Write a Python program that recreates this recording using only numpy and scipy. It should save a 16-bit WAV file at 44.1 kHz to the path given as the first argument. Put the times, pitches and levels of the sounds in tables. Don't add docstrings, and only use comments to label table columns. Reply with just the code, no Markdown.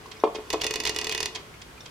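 import sys
import numpy as np
from scipy import signal
from scipy.fft import rfft, irfft
from scipy.io import wavfile
from scipy.ndimage import uniform_filter1d

SR = 44100
rng = np.random.default_rng(int(sys.argv[2]) if len(sys.argv) > 2 else 0)


def waveform_to_disk(signal):
    frames = np.transpose(np.atleast_2d(signal))
    scaled = np.clip(frames, -1, 1) * 32767
    samples = np.round(scaled).astype(np.int16)
    wavfile.write(sys.argv[1], SR, samples)


def field_ratio(decibels):
    return 10 ** (np.asarray(decibels, dtype=float) / 20)


N = 83790
T = np.arange(N) / SR

# [dB, hollow thump against click]
TEETH = [(0.5022, -14.5, -24), (0.5279, -17, -26), (0.5325, -17.5, -9.5), (0.6161, -16, -32),
         (0.6355, -18.5, -24), (0.642, -13.5, -27.5), (0.6657, -12, -19.5), (0.7084, -15, -22),
         (0.7384, -14, -33), (0.7574, -14, -19.5), (0.801, -13.5, -23.5), (0.8358, -19.5, -22.5),
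         (0.8515, -11.5, -30), (0.8728, -13.5, -22.5), (0.8936, -12.5, -21), (0.9455, -25, -30),
         (0.9617, -13.5, -23), (0.9869, -13.5, -22.5), (1.0134, -17, -40), (1.0436, -15.5, -22.5),
         (1.0685, -15, -23), (1.0938, -15, -21), (1.1226, -15, -30), (1.1476, -13.5, -21.5),
         (1.177, -16, -43), (1.2037, -11.5, -25), (1.2282, -12.5, -22), (1.2571, -12.5, -21)]
# start_s [s], peak_db [dB]
CLOCK_TICKS = [
    (0.1131, -31),
    (0.3455, -34.5),
    (0.353, -30),
    (0.6109, -22.5),
    (.862, -20),
    (1.111, -23),
    (1.348, -25),
    (1.356, -26.5),
    (1.6155, -33.5),
    (1.8568, -33),
]
# start_s [s], peak_db [dB], contact_ms [ms]
KNOCKS = [
    (.2377, -2, 0.52),
    (.274, -17, 0.59),
    (.3495, -21, 0.73),
    (.363, -22, 1.8),
    (.386, -21.5, 1.56),
    (.394, -26.5, 0.68),
    (.5368, -12, 0.79),
    (.543, -10, 0.58),
    (.651, -17, 1.13),
]
# start_s [s], peak_db [dB], pitch_hz [Hz], second_pitch_hz [Hz]
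CREAKS = [
    (.058, -34.5, 967, 1065),
    (.167, -43, 2200, 5030),
    (.2, -42, 5530, 3620),
    (.401, -48, 2200, 2460),
    (.6, -35.5, 2600, 3300),
    (1.54, -42, 2180, 1390),
    (1.777, -41, 1350, 2410),
    (1.806, -37.5, 5450, 3570),
]
# pitch_hz [Hz], level_db [dB], t60_s [s to fade by 60 dB]
PLATE = [(423, 0, 0.038), (1022, -8, 0.023), (1966, -9, 0.062), (2514, -10, 0.1), (2866, -7, 0.053),
         (3480, -9.5, 0.047), (4217, -12, 0.029), (4580, -4.5, 0.013), (5220, -15.5, 0.057),
         (5990, -13, 0.043), (6390, -16.5, 0.09), (5440, -2.5, 0.0033)]
# pitch_hz [Hz], level_db [dB], t60_s [s]
CASE = [(315.5, -13.5, 0.32), (378, -7, 0.074), (434, 5, 0.067), (572, 0, 0.034), (680, -9.5, 0.21),
        (753, -5, 0.041), (899, -3.5, 0.071), (1004, -5, 0.042), (1072, 0.5, 0.028), (1285, -15.5, 0.086)]
CASE_CUT_HZ = 245
TOOTH_DELAY_S = 0.0006


def on_hz(hz, table):
    table_hz, value = np.array(table).T
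    return np.interp(np.log(np.maximum(hz, 1)), np.log(np.maximum(table_hz, 1)), value)


def unit(x):
    return x / np.sqrt(np.mean(x ** 2))


def add(out, start_s, x):
    i = int(start_s * SR)
    out[..., i:i + x.shape[-1]] += x[..., :N - i]


def smear(x, response):
    return signal.fftconvolve(np.atleast_2d(x), np.atleast_2d(response), axes=1)[:, :N]


def above(hz, x):
    return signal.lfilter(*signal.butter(2, hz, "high", fs=SR), x)


def walk(rate_hz):
    hold = int(SR / rate_hz)
    steps = np.repeat(rng.standard_normal(N // hold + 1), hold)
    return unit(uniform_filter1d(uniform_filter1d(steps, hold), hold)[:N])


def band(hz, width_octaves, side):
    f = np.arange(N // 2 + 1) * SR / N + 1
    bell = np.exp(-(np.log2(f / hz) / width_octaves) ** 2)
    mid, differ = irfft(rfft(rng.standard_normal((2, N))) * bell, N)
    return unit(np.array([mid + side * differ, mid - side * differ]))


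def tilt(hz):
    port_tilt = [(60, -1), (110, 2.5), (200, -2), (380, 3), (700, -1.5), (1290, 2), (2380, -4.5),
                 (4400, -3), (8120, -6), (15000, 4.5)]
    return field_ratio(np.multiply.outer([0.5, -0.5], on_hz(hz, port_tilt)))


def ring(modes, scatter_db, swell_s=0.0001):
    left_lead = [(0, 0), (2070, -0.7), (2670, 1.3), (3010, -0.2), (4390, 0.2), (5250, -0.7), (6550, -2.0),
                 (7670, 5.0), (8790, 3.7), (9820, 5.4), (10100, 7.0), (10800, 8.5), (12000, 12.8),
                 (16400, 12.6)]
    detune = 0.004
    twins = [(f * 1.017, d - 2, t60) for f, d, t60 in modes if f > 1500]
    hz, db, t60 = np.array(modes + twins).T[:, :, None]
    pitch_chance, level_chance = rng.standard_normal((2, len(hz), 1))
    t = T[:int(SR * t60.max())]
    lead = np.multiply.outer([1, 0], np.interp(hz, *np.array(left_lead).T) * (hz > 900))
    waves = np.sin(2 * np.pi * hz * (1 + detune * pitch_chance) * t + lead)
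    tones = waves * tilt(hz) * field_ratio(db + scatter_db * level_chance - 60 * t / t60)
    return tones.sum(axis=1) * (1 - np.exp(-t / swell_s))


def ratchet():
    # pitch_hz [Hz], level_db [dB], t60_s [s]
    plate_top = [(9900, -22, .055), (14000, -15, .007)]
    tooth_db, thump_boost_db, scatter_db = -12.5, 17.5, 3.5
    bounce_s, bounce_db = 0.0022, -3.5
    out = np.zeros((2, N))
    for start_s, db, thump_db in TEETH:
        modes = [(f, d + (thump_db + thump_boost_db) * (f < 600), t60) for f, d, t60 in PLATE + plate_top]
        drop_s = start_s + TOOTH_DELAY_S
        add(out, drop_s, field_ratio(db + tooth_db) * ring(modes, scatter_db))
        add(out, drop_s + bounce_s, field_ratio(db + tooth_db + bounce_db) * ring(modes, scatter_db))
    return out


def fade(x, t60_s):
    return signal.lfilter([1], [1, -field_ratio(-60 / t60_s / SR)], x)


def rattle(sharp, soft):
    rattle_level = [(410, -31), (700, -8.5), (1480, -16), (1940, -7), (4050, -5), (4730, -0.5),
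                    (6570, -3.5), (10100, -13.5), (16000, -28.5)]
    rattle_t60 = [(700, .07), (2500, 0.064), (6000, 0.029), (16000, 0.007)]
    soft_swell_s, soft_longer, soft_top_hz = 0.0027, 1.18, 8100
    alike = 0.3
    out = 0
    kicks = np.zeros((2, N))
    for kick, hits in zip(kicks, (sharp, soft)):
        for start_s, db in hits:
            add(kick, start_s, field_ratio([db]))
    swell = 1 / (soft_swell_s * SR)
    pushes = signal.lfilter([swell], [1, swell - 1], kicks[1])
    for hz in 700 * 2 ** np.arange(0, 4.6, 1 / 3):
        t60 = on_hz(hz, rattle_t60)
        soft_shake = fade(pushes, t60 * soft_longer) / (1 + (hz / soft_top_hz) ** 2)
        shake = fade(kicks[0], t60) + soft_shake
        level = field_ratio(on_hz(hz, rattle_level)) * np.sqrt(hz / 8000)
        out = out + shake * band(hz, 0.22, 1 - alike) * level * tilt(hz)[:, None]
    return out


def hand():
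    # pitch_hz [Hz], level_db [dB], t60_s [s]
    glaze = [(1750, -30, .06), (2100, -29, .06), (2420, -23, .07), (2750, -27, .07), (3050, -26, .07),
             (3350, -24, .07), (3650, -28, .06), (4500, -35, .08), (5500, -36, .1)]
    knock_db, dent_db, dent_s, creak_t60_s = -12, 7, 0.0009, 0.047
    thud = (650, -22, 0.005)  # Hz, dB, t60 s
    out = np.zeros((2, N))
    for start_s, db, contact_ms in KNOCKS:
        gain = field_ratio(db + knock_db)
        push = np.hanning(int(contact_ms * SR / 1000) + 2)
        add(out, start_s, gain * smear(ring(CASE + [thud], 0.66), push / push.sum()))
        add(out, start_s - dent_s / 2, -gain * field_ratio(dent_db) * np.hanning(int(dent_s * SR)))
        add(out, start_s, gain * ring(glaze, 1.8, 0.0012))
    for start_s, db, hz, second_hz in CREAKS:
        modes = [(hz, -3, creak_t60_s), (hz * 1.08, -8, creak_t60_s), (second_hz, -5, creak_t60_s)]
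        add(out, start_s, field_ratio(db) * ring(modes, 0.5, 0.001))
    return above(CASE_CUT_HZ, above(CASE_CUT_HZ, out))


def rub():
    # time_s [s], level_db [dB]
    rub_level = [(0.0, -48), (0.332, -51.5), (0.48, -45.5), (0.602, -42), (0.724, -40), (1.11, -39),
                 (1.222, -44), (1.396, -44), (1.592, -62), (1.9, -58)]
    slips_per_s, slip_spread_db = 970, 3
    rub_db, hiss_db, rumble_db = -4.5, -5.5, -51.5
    grip_s, grip_width_s = 0.65, 0.36
    slips = (rng.random(N) < slips_per_s / SR) * np.sign(rng.standard_normal(N))
    slips = slips * field_ratio(slip_spread_db * rng.standard_normal(N))
    case = above(CASE_CUT_HZ, smear(slips, ring(CASE, 0)))
    voice = unit(case) + field_ratio(hiss_db) * unit(smear(slips, ring(PLATE, 0)))
    grip = np.exp(-((T - grip_s) / grip_width_s) ** 4)
    rumble = field_ratio(rumble_db + walk(5)) * np.sin(2 * np.pi * 60 * T + walk(6)) * grip
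    return voice * field_ratio(np.interp(T, *np.array(rub_level).T) + rub_db) + rumble


def clock():
    # pitch_hz [Hz], level_db [dB], t60_s [s]
    clockwork = [(1000, -7, .05), (2500, -5, .05), (3230, 0, .05), (3600, -6, .04), (4800, -3, .03),
                 (5900, -8, .03), (7100, -14, .025), (9950, -19, .03)]
    tick_db = -17.5
    out = np.zeros((2, N))
    for start_s, db in CLOCK_TICKS:
        add(out, start_s, field_ratio(db + tick_db) * ring(clockwork, 1.0, 0.00066))
        add(out, start_s + 0.004, field_ratio(db + tick_db + 7.5) * ring(clockwork, 1.0, 0.00041))
    return out


def echo(near):
    room_db, t60_s, top_hz, gap_s, wide_hz = -11.5, 0.29, 5400, 0.0073, 970
    t = T[:SR // 2]
    noise = signal.lfilter(*signal.butter(1, top_hz, fs=SR), rng.standard_normal((2, len(t))))
    mid, side = noise * field_ratio(-60 * t / t60_s) * (t > gap_s)
    tail = mid + np.array([[1], [-1]]) * above(wide_hz, side)
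    return field_ratio(room_db) * smear(near.mean(axis=0), unit(tail) / np.sqrt(len(t)))


def air():
    air_level = [(12, -43), (20, -26), (48, -8), (506, -13), (634, -17.5), (1080, -13.5), (2180, -18),
                 (15200, -34.5), (16500, -55)]
    # pitch_hz [Hz], level_db [dB]
    hum_tones = [(62, -62), (99, -61.5), (150, -61)]
    air_db, flicker_db = -47.5, -0.6
    noise, hum = 0, 0
    for hz in 22 * 2 ** np.arange(0, 9.7, 0.5):
        side = min(0.19 + hz / 970, 1)
        level = field_ratio(on_hz(hz, air_level) + flicker_db * walk(4)) * np.sqrt(hz)
        noise = noise + band(hz, 0.47, side) * level
    for hz, db in hum_tones:
        hum = hum + field_ratio(db + 3 + 1.2 * walk(3)) * np.sin(2 * np.pi * hz * T + 0.5 * walk(4))
    return unit(noise) * field_ratio(air_db) + hum


def scene():
    tooth_rattle_db, tick_rattle_db, knock_rattle_db, creak_rattle_db = -13.5, -3, -37, -10.5
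    sharp = [(s + TOOTH_DELAY_S, db + tooth_rattle_db) for s, db, _ in TEETH]
    soft = [(s, db + creak_rattle_db) for s, db, *_ in CREAKS]
    soft += [(s, db + tick_rattle_db) for s, db in CLOCK_TICKS]
    soft += [(s, db + knock_rattle_db) for s, db, _ in KNOCKS]
    near = ratchet() + rattle(sharp, soft) + hand() + rub() + clock()
    return near + echo(near) + air()


def roll_off(x):
    return signal.sosfilt(signal.butter(12, 16820, fs=SR, output="sos"), x)


def record(dry):
    low_pass = signal.ellip(8, 0.2, 70, 16200, fs=SR, output="sos")
    return roll_off(signal.sosfilt(low_pass, dry))


dry = scene()
out = record(dry)
waveform_to_disk(out)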